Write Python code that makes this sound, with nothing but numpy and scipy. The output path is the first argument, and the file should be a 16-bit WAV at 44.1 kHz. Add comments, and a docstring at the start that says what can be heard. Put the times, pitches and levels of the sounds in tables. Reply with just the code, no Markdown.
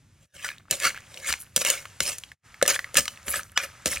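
"""Tossing salad in a clay mortar

A spoon turns wet salad, close up in a quiet kitchen. Each stroke taps the wall and rasps
along the clay, sounding the hollow of the bowl. Shrimps, beans and peanuts fall back with
small wet pops and soft thuds, and the dressing spatters and fizzes under the spoon."""
import sys
import numpy as np
from scipy import signal
from scipy.fft import rfft, irfft, next_fast_len
from scipy.io import wavfile
from scipy.ndimage import uniform_filter1d, map_coordinates

SR = 44100
rng = np.random.default_rng(int(sys.argv[2]) if len(sys.argv) > 2 else 0)


def to_wav(s):
    """Save 16-bit WAV."""
    ch = np.atleast_2d(s).T  # columns
    pcm = np.round(np.clip(ch, -1, 1) * 32767)  # PCM
    wavfile.write(sys.argv[1], SR, pcm.astype(np.int16))


N = 176400

# Kitchen air fader: time_s, level_db
AIR_FADER = [(0, -68), (.66, -71), (1.1, -55.5), (1.52, -64), (1.9, -54.5), (2.3, -59.5), (3.2, -55.5),
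             (3.53, -65), (3.7, -56), (3.85, -55.5)]
# Kitchen reverb decay: frequency_hz, t60_s
ROOM_DECAY = [(150, 0.66), (1500, 0.18), (6000, 0.33), (15000, 0.4)]
# Brief dips in the whole mix: centre_s, half_width_s, depth_db
LEVEL_DIPS = [(0.298, 0.042, 26), (2.392, 0.047, 38)]
# Spoon sweeps through the salad: peak_s, swell_s, fade_s, rasp_db, grit_db, hollow_db
SPOON_SWEEPS = [(0.361, 0.17, 0.059, -51, -53, -60), (0.458, 0.067, 0.08, -32.5, -41, -53.5),
                (0.727, 0.022, 0.05, -30.5, -29.5, -37.5), (0.856, 0.059, 0.05, -19, -25.5, -38.5),
                (0.965, 0.035, 0.065, -51, -69, -75), (1.17, 0.083, 0.12, -51, -48, -51.5),
                (1.296, 0.071, 0.061, -28, -31, -48.5), (1.624, 0.049, 0.0085, -32, -27, -41.5),
                (1.676, 0.044, 0.12, -25, -27.5, -39.5), (2.024, 0.022, 0.051, -37.5, -31, -51),
                (2.07, 0.031, 0.086, -32, -28.5, -42), (2.691, 0.015, 0.05, -20.5, -20, -32),
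                (2.756, 0.039, 0.014, -29.5, -31, -49), (2.985, 0.031, 0.029, -26.5, -19.5, -35),
                (3.286, 0.028, 0.053, -44.5, -40, -42.5), (3.364, 0.075, 0.049, -32, -31.5, -44),
                (3.589, 0.011, 0.054, -33.5, -42.5, -50), (3.642, 0.038, 0.027, -32.5, -38.5, -42),
                (3.871, 0.018, 0.046, -41.5, -29, -37.5), (3.922, 0.04, 0.074, -37.5, -30, -45.5)]
# Wet pieces parting and landing: start_s, level_db, pitch_hz
WET_POPS = [(0.4449, -15.5, 1670), (0.4881, -14.5, 2180), (0.5816, -29.5, 3620), (0.9033, -19.5, 2010),
            (0.9443, -26, 1350), (0.9629, -28, 2050), (.974, -25.5, 1540), (1.142, -25.5, 3680),
            (1.173, -22, 2870), (1.288, -12, 2070), (1.304, -14.5, 1740), (1.337, -11.5, 1810),
            (1.663, -8, 2800), (1.8532, -23, 1360), (2.2357, -18, 3160), (2.316, -26.5, 1770),
            (2.542, -29.5, 2160), (2.6134, -19.5, 1346), (2.653, -17, 1800), (2.76, -16.5, 1660),
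            (2.7905, -11, 1820), (2.8425, -21, 1930), (3.173, -30, 2500), (3.3393, -18.5, 1610),
            (3.3929, -22.5, 1480), (3.432, -22, 5860), (3.929, -19, 1940), (3.961, -16, 2400),
            (3.9707, -17.5, 2330)]
# Spoon hits on clay: start_s, knock_db, clack_db, snap_db
SPOON_TAPS = [(0.71, -36.5, -29, -15.5), (0.7251, -56, -30, -49), (0.8, -69, -62, -29.5),
              (1.3253, -60, -20, -24.5), (1.562, -30, -51, -12.5), (1.568, -44, -25.5, -25),
              (1.576, -33, -23.5, -24), (1.615, -31, -26.5, -32), (1.649, -33, -22.5, -19.5),
              (1.701, -29, -27.5, -14), (2.004, -31, -16.5, -19.5), (2.183, -60, -45, -32.5),
              (2.6255, -12.5, -17.5, -16.5), (2.661, -37.5, -26, -27.5), (2.6778, -28.5, -31, -15),
              (2.943, -35, -44.5, -29.5), (2.9542, -56, -24, -31), (2.969, -43, -25, -10),
              (2.9726, -51, -33, -18.5), (3.055, -66, -32.5, -33.5), (3.0793, -60, -24.5, -33),
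              (3.281, -46, -30, -31.5), (3.575, -32, -13, -28), (3.858, -25.5, -27.5, -18.5),
              (3.8684, -32, -28.5, -67.5)]
# Soft weight shaking mortar and counter: start_s, thud_db, boom_db
BOWL_THUDS = [(0.713, -38.5, -48.5), (0.852, -41.5, -52.5), (1.293, -49.5, -37.5), (1.566, -36, -50.5),
              (2.007, -39.5, -41), (2.626, -38, -49), (2.955, -39, -40.5), (2.989, -37, -40),
              (3.277, -41, -37), (3.371, -48, -45.5), (3.859, -31.5, -37), (3.96, -51, -38.5)]
# Dressing smeared under the spoon: peak_s, half_length_s, level_db
DRESSING_SMEARS = [(1.413, 0.018, -41), (3.317, 0.038, -33), (3.378, 0.019, -35.5), (3.634, 0.017, -39)]

# EQ curves: frequency_hz, gain_db
HUM_EQ = [(20, -40.5), (40, -10.5), (90, 2.5), (130, -3), (500, -28), (1500, -60)]  # low room tone
AIR_EQ = [(100, -22.5), (550, 4), (2200, 7), (4000, 1), (7000, 1.5), (11000, -6.5), (16000, -21.5)]  # soft room hiss
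RASP_EQ = [(200, -47.5), (800, -23), (1200, -6.5), (1700, -3), (2500, 1), (3400, -7.5), (5000, -11.5),
           (9000, -25)]  # midrange scrape of clay
GRIT_EQ = [(900, -54.5), (2500, 3.5), (4000, 0), (6500, 4.5), (9000, 5), (11000, -0.5), (13000, -6),
           (16000, -10)]  # bright, sandy top
CLACK_EQ = [(200, -22.5), (800, -9), (1600, -2.5), (3000, -2), (4300, 0), (6000, -4), (12000, -39.5)]  # body of a spoon hit
THUD_EQ = [(25, -32), (90, 4), (200, 6), (400, -2.5), (900, -37.5)]  # weight of the bowl
SMEAR_EQ = [(4000, -30), (8500, -4.5), (11000, 2.5), (15500, -12.5)]  # fizz of the dressing
SIDE_EQ = [(60, -28.5), (300, -12), (1100, -8.5), (2200, -24), (4000, -13.5), (5500, -4.5), (10000, -0.5)]  # stereo width

# Resonances: centre_hz, bandwidth_hz, gain_db
HOLLOW_MODES = [(428, 90, -9.5), (552, 59, 6)]  # air in the bowl
CLAY_MODES = [(1717, 53, 2.5), (2150, 45, -3.5), (2684, 10, -5), (3016, 23, 0), (4086, 28, -3),
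              (5940, 96, 1.5), (6850, 60, 3), (8450, 53, -5.5)]  # spoon and mortar ringing
FAR_WALL_MODES = [(1268, 91, 4.5), (1690, 760, -4.5)]  # lower ring of the far wall
HALO_MODES = [(1450, 200, -1), (2960, 63, 4), (5076, 110, 0.5), (7300, 350, -4)]  # faint ringing ahead of one tap

TURN_S = 2.4  # the spoon changes sides


def amp(db):
    """Decibels to gain."""
    return 10 ** (np.asarray(db) / 20)


def unit(x):
    """Scale to rms 1."""
    return x / np.sqrt(np.mean(x ** 2) + 1e-20)


def unit_hit(x):
    """Scale a hit to the energy of 4 ms at rms 1."""
    return x * np.sqrt(.004 * SR / np.sum(x ** 2, axis=-1, keepdims=True))


def noise(length=N):
    """Two rows of white noise: one for the mid, one for stereo spread."""
    return rng.standard_normal((2, length))


def along(curve, hz):
    """Read a curve on a log frequency axis."""
    freqs, values = np.transpose(curve)
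    return np.interp(np.log(hz + 1), np.log(freqs + 1), values)


def filtered(x, response):
    """Apply a complex frequency response."""
    n = x.shape[-1]
    size = 2 * next_fast_len(n // 2 + SR // 20)
    return irfft(rfft(x, size) * response(np.fft.rfftfreq(size, 1 / SR)), size)[..., :n]


def eq(x, curve):
    """Minimum-phase EQ, so nothing rings ahead of an attack."""
    def response(hz):
        cepstrum = irfft(np.log(amp(along(curve, hz))))
        half = len(cepstrum) // 2
        cepstrum[1:half] *= 2
        cepstrum[half + 1:] = 0
        return np.exp(rfft(cepstrum))
    return filtered(x, response)


def resonate(x, modes):
    """Parallel band-pass resonators."""
    def response(hz):
        return sum(amp(db) * 1j * hz * width / (centre ** 2 - hz ** 2 + 1j * hz * width)
                   for centre, width, db in modes)
    return filtered(x, response)


def ring(x, strength=1):
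    """Add the short ring of spoon and mortar."""
    return x + strength * resonate(x, CLAY_MODES)


def add(track, start_s, sound):
    """Mix a sound in at start_s."""
    part = track[:, round(start_s * SR):][:, :sound.shape[-1]]
    part += sound[..., :part.shape[1]]


def hit_envelope(t60_s, rise_s):
    """Quick attack, exponential decay."""
    t = np.arange(SR // 6) / SR
    return amp(-60 * t / t60_s) * (1 - np.exp(-t / rise_s))


def burst(t60_s, rise_s):
    """A decaying noise hit."""
    env = hit_envelope(t60_s, rise_s)
    return env * noise(len(env))


def struck_tone(hz, t60_s, rise_s):
    """A decaying sine hit."""
    env = hit_envelope(t60_s, rise_s)
    return env * np.sin(2 * np.pi * hz * np.arange(len(env)) / SR)


def kitchen(source):
    """The walls return a short reverb over a bed of low hum and quiet air."""
    hz, t, spectrum = signal.stft(noise(SR // 2), SR, nperseg=256)
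    decay = amp(-60 * t / along(ROOM_DECAY, hz)[:, None])
    tail = signal.istft(spectrum * decay, SR, nperseg=256)[1]
    reverb = signal.fftconvolve(source, tail / np.linalg.norm(tail[0]), axes=1)[:, :N]
    hum = unit(eq(noise(), HUM_EQ))
    air = unit(eq(noise(), AIR_EQ))
    air_db = np.interp(np.arange(N) / SR, *np.transpose(AIR_FADER))
    return amp(-14.5) * reverb + amp(-58) * hum + amp(air_db) * air


def slips(per_s, spread_db):
    """Friction as tiny random clicks of uneven size."""
    fires = rng.random(N) < per_s / SR
    sizes = amp(spread_db * np.clip(rng.standard_normal(N), -2, 2))
    return fires * sizes * noise()


def pockets(x, depth_db=5.5):
    """Pockets in the salad open and close: resonances come and go at random."""
    spectrum = signal.stft(x, nperseg=512)[2]
    patches = uniform_filter1d(rng.standard_normal(spectrum.shape[1:]), size=3, axis=0)
    patches = unit(uniform_filter1d(patches, size=5, axis=1))
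    return unit(signal.istft(spectrum * amp(depth_db * patches), nperseg=512)[1][:, :N])


def stutter(per_s, depth_db):
    """The spoon catches and slides: a smooth random flutter in gain."""
    wobble = map_coordinates(rng.standard_normal(N // 20), [np.arange(N) * per_s / SR], mode="wrap")
    return unit(amp(depth_db * wobble))


def scraping():
    """The spoon stutters over wet, gritty clay, ringing the wall and the hollow."""
    t = np.arange(N) / SR
    power = np.zeros((3, N))
    for peak_s, swell_s, fade_s, *levels_db in SPOON_SWEEPS:
        away = np.maximum((peak_s - t) / swell_s, (t - peak_s) / fade_s)
        near = away < 5
        power[:, near] += np.outer(amp(levels_db), amp(-20 * away[near] ** 1.45)) ** 2
    rasp_env, grit_env, hollow_env = np.sqrt(power)
    rasp = pockets(ring(eq(slips(per_s=2600, spread_db=-1), RASP_EQ)))
    grit = pockets(ring(eq(slips(per_s=6000, spread_db=3), GRIT_EQ)))
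    hollow = unit(resonate(noise(), HOLLOW_MODES))
    scrape = amp(-1) * rasp_env * rasp + amp(-1.14) * grit_env * grit + hollow_env * hollow
    return stutter(per_s=220, depth_db=1.5) * scrape + wetness(rasp_env, grit_env)


def droplets(low_hz, high_hz, count, t60_cycles=13):
    """Tiny wet cavities snap open, each ringing for a moment at its own pitch."""
    when, pitch, size, pan = rng.random((count, 4)).T[:, :, None]
    age = np.arange(SR // 80)
    hz = low_hz * (high_hz / low_hz) ** pitch
    cycles = hz * age / SR
    grains = np.sqrt(hz) * amp(14 * size - 60 * cycles / t60_cycles) * np.sin(2 * np.pi * cycles)
    at = ((when * N).astype(int) + age).ravel()
    return np.array([unit(np.bincount(at, (grains * gain).ravel(), N)[:N]) for gain in (1, 2 * pan - 1)])


def wetness(rasp_env, grit_env, settle_s=0.041):
    """Moist pieces settle after each toss, leaves crackle faintly and dressing spatters."""
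    release = np.exp(-1 / (settle_s * SR))
    lingering = np.sqrt(signal.lfilter([1 - release], [1, -release], rasp_env ** 2))
    stirred = np.arange(N) / SR > SPOON_SWEEPS[0][0]
    settling = amp(-19) * lingering * droplets(1200, 3300, count=800)
    crackle = amp(-64.5) * stirred * droplets(1100, 11000, count=150)
    spatter = amp(-6) * grit_env * droplets(4500, 11000, count=1000)
    return settling + crackle + spatter


def wet_pops(t60_cycles=22, glide=0.14):
    """Pieces part and land: each is a falling blip, a squelch and a tick on the clay."""
    out = np.zeros((2, N))
    for start_s, level_db, hz in WET_POPS:
        env = hit_envelope(t60_cycles / hz, rise_s=0.00047)
        blip = env * np.sin(2 * np.pi * np.cumsum(hz * (1 + glide * env)) / SR)
        squelch = unit(resonate(noise(len(env)), [(hz, 0.35 * hz, 0)]))
        tick = unit(eq(noise(len(env)), RASP_EQ))
        pop = env * (0.29 * squelch + 0.18 * tick)
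        pop[0] += 0.48 * blip  # mid only
        add(out, start_s + 0.000882, amp(level_db + 3.5) * pop)
    return ring(out, strength=0.5)


def contact(t60_s, curve):
    """One hard strike inside a brief crunch of grit sets the clay ringing."""
    crunch = burst(t60_s, rise_s=0.0004)
    crunch[:, round(0.0015 * SR)] += amp(15)  # the strike
    return unit_hit(ring(eq(crunch, curve), strength=1.47))


def taps():
    """The spoon meets the wall: a hollow knock, a clack and a bright snap."""
    out = np.zeros((2, N))
    knock = unit_hit(struck_tone(hz=541, t60_s=0.016, rise_s=0.0033)) * np.array([[1], [0]])  # mid only
    for start_s, knock_db, clack_db, snap_db in SPOON_TAPS:
        clack = contact(t60_s=0.016, curve=CLACK_EQ)
        snap = contact(t60_s=0.018, curve=GRIT_EQ)
        add(out, start_s, amp(knock_db) * knock + amp(clack_db) * clack + amp(snap_db) * snap)
    return out


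def thuds():
    """The heavy bowl passes each push to the counter, which booms softly."""
    out = np.zeros((2, N))
    boom = 2 * struck_tone(hz=65.7, t60_s=0.17, rise_s=0.013)
    for start_s, thud_db, boom_db in BOWL_THUDS:
        thud = unit_hit(eq(burst(t60_s=0.083, rise_s=0.0011), THUD_EQ))
        add(out, start_s, amp(thud_db + 3.5) * thud + amp(boom_db) * boom)
    return out


def swell(peak_s, half_s, steepness=2):
    """A bell-shaped fade in and out; more steepness flattens its top."""
    return np.exp(-((np.arange(N) / SR - peak_s) / half_s) ** steepness)


def dressing():
    """Tiny wet films break under the spoon in a high fizz."""
    env = sum(amp(db) * swell(peak_s, half_s) for peak_s, half_s, db in DRESSING_SMEARS)
    return env * pockets(eq(slips(per_s=1900, spread_db=5), SMEAR_EQ))


def faint_halo():
    """A faint, brief ringing tone swells just before one sharp tap."""
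    ringing = unit(resonate(resonate(noise(), HALO_MODES), HALO_MODES))
    return amp(-28.5) * swell(peak_s=3.5705, half_s=0.0075) * ringing


def scene():
    """Mortar and kitchen in mid and side: the bass is central, the treble leads on the right."""
    mortar = taps() + faint_halo() + scraping() + dressing() + wet_pops() + thuds()
    mix = mortar + kitchen(mortar)
    turned = np.arange(N) / SR > TURN_S
    mid, spread = mix + resonate(mix * turned, FAR_WALL_MODES)
    lagging_mid = filtered(mid, lambda hz: -1j)  # a quarter cycle behind
    coherence = 0.92
    side = coherence * lagging_mid + np.sqrt(1 - coherence ** 2) * spread
    side = filtered(side, lambda hz: amp(along(SIDE_EQ, hz)))
    return np.array([mid + side, mid - side])


def record(dry):
    """Master chain: two brief dips in level, a soft clip and a steep high cut."""
    ceiling, cutoff_hz = 0.75, 16100
    dip_db = sum(db * swell(centre_s, half_s, steepness=4) for centre_s, half_s, db in LEVEL_DIPS)
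    dipped = dry * amp(-dip_db)
    rounded = dipped / (1 + np.abs(dipped / ceiling) ** 6) ** (1 / 6)
    return filtered(rounded, lambda hz: np.clip((cutoff_hz - hz) / 500 + .5, 0, 1))


dry = scene()
out = record(dry)
to_wav(out)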